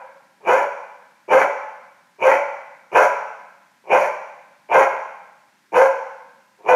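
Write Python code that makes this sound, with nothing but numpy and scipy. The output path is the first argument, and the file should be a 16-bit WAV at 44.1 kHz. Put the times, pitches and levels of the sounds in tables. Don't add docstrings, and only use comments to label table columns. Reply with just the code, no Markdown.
import sys
import numpy as np
from scipy import signal
from scipy.fft import rfft, irfft
from scipy.io import wavfile
from scipy.ndimage import uniform_filter1d, minimum_filter1d

SR = 44100
rng = np.random.default_rng(int(sys.argv[2]) if len(sys.argv) > 2 else 0)


def level_to_linear(level):
    exponent = np.asarray(level, float) / 20
    return 10 ** exponent


def inscribe(sig):
    pcm = np.round(np.clip(np.atleast_2d(sig).T, -1, 1) * 32767)
    wavfile.write(sys.argv[1], SR, pcm.astype(np.int16))


N = 297675

# (voice breaks out [s], growl before it [s], swell to the crest [s], crest [dB],
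# length after the crest [s])
BARKS = [
    (-.45, 0.053, 0.043, -4, 0.058),
    (.48, .08, 0.011, -7, 0.14),
    (1.314, .038, 0.025, -6, 0.094),
    (2.232, 0.051, 0.027, -8.5, 0.11),
    (2.953, .041, 0.0066, -4.5, 0.1),
    (3.915, 0.079, 0.0083, -7, 0.15),
    (4.724, .041, 0.026, -6, 0.085),
    (5.75, .033, 0.02, -7, 0.089),
    (6.688, .105, 0.011, -5.5, .1),
]
# (locked pitch [Hz], final pitch [Hz], roughness [0-1], half-pitch share [0-1])
VOICES = [(520, 545, .6, .4), (500, 575, .55, .4), (520, 580, .5, .45), (525, 572, .6, .5),
          (520, 570, .6, .45), (518, 585, .6, .4), (530, 540, .6, .5), (505, 535, .5, .45),
          (500, 530, .45, .4)]
# (mouth [dB], muzzle [dB], clear tone [dB], breath [dB])
COLOURS = [(-2, -1, 0.5, -46), (-0.5, -1.5, -1.5, -34.5), (-1, 1, 0, -32.5), (-1.5, 5, 0, -31.5),
           (0.5, 0.5, -3, -32.5), (-2.5, 2.5, 0, -32), (-1.5, 1, -2.5, -33), (-1.5, -2.5, 1, -32.5),
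           (-2, -3, -0.5, -37.5)]
# (centre [Hz], width [Hz], level [dB])
THROAT = [(543.7, 262, -5), (743.5, 177, -6.5), (869, 150, -1), (952, 351, -12.5)]
# (centre [Hz], width [Hz], level [dB])
MOUTH_OPEN = [(1318, 354, 4), (1658, 440, -8)]
# (centre [Hz], width [Hz], level [dB])
MOUTH_SHUT = [(1428, 335, 10)]
# (centre [Hz], width [Hz], level [dB])
MUZZLE_OPEN = [(1915, 250, 12), (2338, 300, 5.5), (3090, 64, -3)]
# (centre [Hz], width [Hz], level [dB])
MUZZLE_SHUT = [(2337, 160, 4.5), (2880, 180, -15.5)]
# (centre [Hz], width [Hz], level [dB])
BREATH = [(4340, 840, -10.5), (5786, 530, -2.5), (6700, 600, -5.5), (10430, 2700, -12.5),
          (15400, 1600, -22)]
# (centre [Hz], width [Hz], level [dB])
CHEST = [(113, 49, -22.5), (185.5, 20, -13.5), (387, 76.5, 1)]
# (frequency [Hz], fall by 60 dB [s])
ROOM_RING = [(120, 0.52), (200, .7), (340, 0.56), (520, 0.76), (1000, 1), (2000, 1), (6000, 0.93),
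             (11000, 0.51)]
# (frequency [Hz], level [dB], fall by 60 dB [s])
STANDING_WAVES = [(397, -59.5, 0.22), (453, -68, 0.56), (537.2, -55, 0.37), (569, -69, 0.84),
                  (716, -67, 0.15), (882.5, -62.5, 0.78), (982, -56.5, 0.76), (1364, -77, 0.54)]
# (frequency [Hz], density [dB per Hz])
HUSH_SPECTRUM = [(20, -46.5), (60, -31), (125, -8.5), (195, 1.5), (280, -5), (500, -12.5), (950, -15),
                 (1600, -2.5), (3000, -13), (6000, -16), (10000, -22), (13000, -24.5), (16000, -31.5)]

LEAD = SR // 2 + SR // 10
BREAK_DB, RISE_DB_PER_S, SAG_DB_PER_S, MURMUR_DB = -6, 619, 111.5, -48.5
OPENING_S, RELEASE_S = 0.0064, 0.017
GROWL_HZ, GROWL_SHARE = 156, .86
LEAP_AT_S, LEAP_S, LIFT_AT_S, LIFT_S = -.016, .026, .045, .045
MOUTH_DB, MOUTH_OPENS_DB, MOUTH_OPENS_S = -14, 12, 0.086
MUZZLE_DB, MUZZLE_RISE_DB_PER_S, MUZZLE_DROP_DB, MUZZLE_DROP_S = 1.5, 121.5, 13.5, 0.028
CLEAR_DB, CLEAR_DIP_DB, CLEAR_DIP_S = 0.5, 4.5, 0.05
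THROAT_FLOOR_HZ, VOICE_TOP_HZ = 296, 3190
ROOM_DB, HUSH_DB = -2, -62
MIC_CUT_HZ, DRAIN_HZ, MIC_TOP_HZ = 56, 25.1, 16160
CEILING, HOLD = .71, 40


def dog():
    out = np.zeros(LEAD + N + SR)
    for timing, voice, colour in zip(BARKS, VOICES, COLOURS):
        start, sound = bark(timing, voice, colour)
        out[start:start + len(sound)] += sound
    return out


def bark(timing, character, colour):
    break_s, growl, swell, crest_db, length = timing
    lock_hz, final_hz, rough, half = character
    mouth_db, muzzle_db, clear_db, breath_db = colour
    t = -growl + np.arange(SR // 3) / SR
    before = np.minimum(t, 0)

    effort_db = crest_db + RISE_DB_PER_S * before + BREAK_DB * (1 - ramp(t, 0, swell))
    effort_db -= SAG_DB_PER_S * np.maximum(t - swell, 0)
    effort_db = np.where(t < 0, np.maximum(effort_db, MURMUR_DB), effort_db)
    pitch_hz = lock_hz * (GROWL_SHARE + (1 - GROWL_SHARE) * ramp(t, LEAP_AT_S, LEAP_S))
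    pitch_hz += (final_hz - lock_hz) * ramp(t, LIFT_AT_S, LIFT_S)
    mouth_db = mouth_db + MOUTH_DB + MOUTH_OPENS_DB * np.clip(t / MOUTH_OPENS_S, -1, 1)
    muzzle_db = muzzle_db + MUZZLE_DB + MUZZLE_RISE_DB_PER_S * before
    muzzle_db = muzzle_db - MUZZLE_DROP_DB * ramp(t, 0, MUZZLE_DROP_S)
    clear_db = clear_db + CLEAR_DB - CLEAR_DIP_DB * np.exp(-(t / CLEAR_DIP_S) ** 2)

    since = t - t[np.argmax(effort_db > -24)]
    locked = ramp(since, 0, .045)
    jaws = ramp(since, .03, 0.082)
    voice, air, swing = folds(pitch_hz, locked, rough, half)

    throat_floor = signal.butter(4, THROAT_FLOOR_HZ, "high", fs=SR, output="sos")
    throat = signal.sosfilt(throat_floor, resonate(voice, THROAT))
    chest = level_to_linear(-1.5 - 14.1 * locked) * resonate(air, CHEST)
    sound = (throat + chest) / np.std(throat) + level_to_linear(clear_db + 6.0) * swing
    mouth = (1 - jaws) * resonate(voice, MOUTH_SHUT) + jaws * resonate(voice, MOUTH_OPEN)
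    sound += level_to_linear(mouth_db) * rms_one(mouth)
    muzzle = (1 - jaws) * resonate(voice, MUZZLE_SHUT) + jaws * resonate(voice, MUZZLE_OPEN)
    sound += level_to_linear(muzzle_db) * rms_one(muzzle)
    sound = signal.sosfilt(signal.butter(6, VOICE_TOP_HZ, fs=SR, output="sos"), sound)
    hiss_db = breath_db + 5.34 * jaws + 2.2 * wander(len(t), 30)
    sound += level_to_linear(hiss_db) * rms_one(resonate(air, BREATH))

    opening = ramp(t, -growl, OPENING_S) ** 2
    closing = np.exp(-np.maximum(t - swell - length, 0) / RELEASE_S)
    start = round((break_s + t[0]) * SR) + LEAD
    return start, level_to_linear(effort_db - 4) * opening * closing * sound


def folds(pitch_hz, locked, rough, half):
    size = len(pitch_hz)
    turns = np.cumsum(pitch_hz * (1 + 0.033 * rough * wander(size, 60))) / SR
    closing = np.diff(np.floor(turns), prepend=0)
    strong_weak = 1 + half * (-1) ** np.floor(turns) * (1 + .5 * wander(size, 35))
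    uneven = level_to_linear(11.25 * rough * rng.standard_normal(size))
    pulses = rms_one(closing * strong_weak * uneven)
    slaps = np.cumsum(GROWL_HZ * (1 + 0.27 * wander(size, 40))) / SR
    growl_puffs = np.exp(-2.5 * (slaps % 1))
    voice_puffs = np.exp(-1.5 * (turns % 1))
    puffs = growl_puffs * (1 - locked) + voice_puffs * locked
    air = rms_one(puffs * rng.standard_normal(size))
    noisy = 1 - locked * (1 - rough)
    voice = np.sqrt(1 - noisy ** 2) * pulses + noisy * air
    return voice, air, locked * np.sin(2 * np.pi * turns)


def resonate(x, modes):
    out = 0
    for k, (hz, width, level_db) in enumerate(modes):
        r = np.exp(-np.pi * width * 1.5 / SR)
        b = (1 - r * r) / 2 * np.array([1, 0, -1])
        a = [1, -2 * r * np.cos(2 * np.pi * hz / SR), r * r]
        rung = signal.lfilter(b, a, signal.lfilter(b, a, x))
        out = out + (-1) ** k * level_to_linear(level_db) * rung
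    return out


def house():
    t = np.arange(int(1.6 * SR)) / SR
    edges = 60 * 2 ** np.arange(0, 8.4, 1 / 3)
    tail = 0
    for low, high in zip(edges, edges[1:]):
        band_pass = signal.butter(2, [low, high], "band", fs=SR, output="sos")
        band = signal.sosfilt(band_pass, rng.standard_normal(len(t)))
        tail = tail + band * level_to_linear(-60 * t / at_hz(ROOM_RING, np.sqrt(low * high)))
    tail *= ramp(t, .003, 0.0049) * (1 + 2.85 * np.exp(-t / 0.019))
    echoes = level_to_linear(ROOM_DB) * tail / np.sqrt(np.sum(tail ** 2))
    for hz, level_db, t60 in STANDING_WAVES:
        echoes += level_to_linear(level_db - 60 * t / t60) * np.sin(2 * np.pi * hz * t)
    echoes[0] = 1
    return echoes


def hush():
    hz = np.maximum(np.fft.rfftfreq(N, 1 / SR), 1)
    spectrum = rfft(rng.standard_normal(N)) * level_to_linear(at_hz(HUSH_SPECTRUM, hz))
    return level_to_linear(HUSH_DB) * rms_one(irfft(spectrum, N))


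def wander(size, rate_hz):
    r = np.exp(-2 * np.pi * rate_hz / SR)
    chance = signal.lfilter([1], [1, -2 * r, r * r], rng.standard_normal(size + 3000))
    return rms_one(chance[3000:])


def ramp(t, start, length):
    return np.clip((t - start) / length, 0, 1)


def at_hz(points, hz):
    table_hz, values = np.array(points).T
    return np.interp(np.log(hz), np.log(table_hz), values)


def rms_one(x):
    return x / np.sqrt(np.mean(x ** 2) + 1e-20)


def scene():
    heard = signal.fftconvolve(dog(), house())[LEAD:LEAD + N]
    return (heard + hush())[None]


def roll_off(x):
    return signal.sosfilt(signal.butter(12, 15830, fs=SR, output="sos"), x)


def record(dry):
    x = signal.sosfilt(signal.butter(2, MIC_CUT_HZ, "high", fs=SR, output="sos"), dry)
    allowed = np.minimum(1, CEILING / (np.abs(x) + 1e-9))
    held = minimum_filter1d(allowed, 2 * HOLD + 1)
    duck = uniform_filter1d(uniform_filter1d(held, HOLD), HOLD)
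    x = signal.sosfilt(signal.butter(1, DRAIN_HZ, "high", fs=SR, output="sos"), x * duck)
    x = signal.sosfilt(signal.cheby2(16, 60, MIC_TOP_HZ, fs=SR, output="sos"), x)
    return roll_off(x)


dry = scene()
out = record(dry)
inscribe(out)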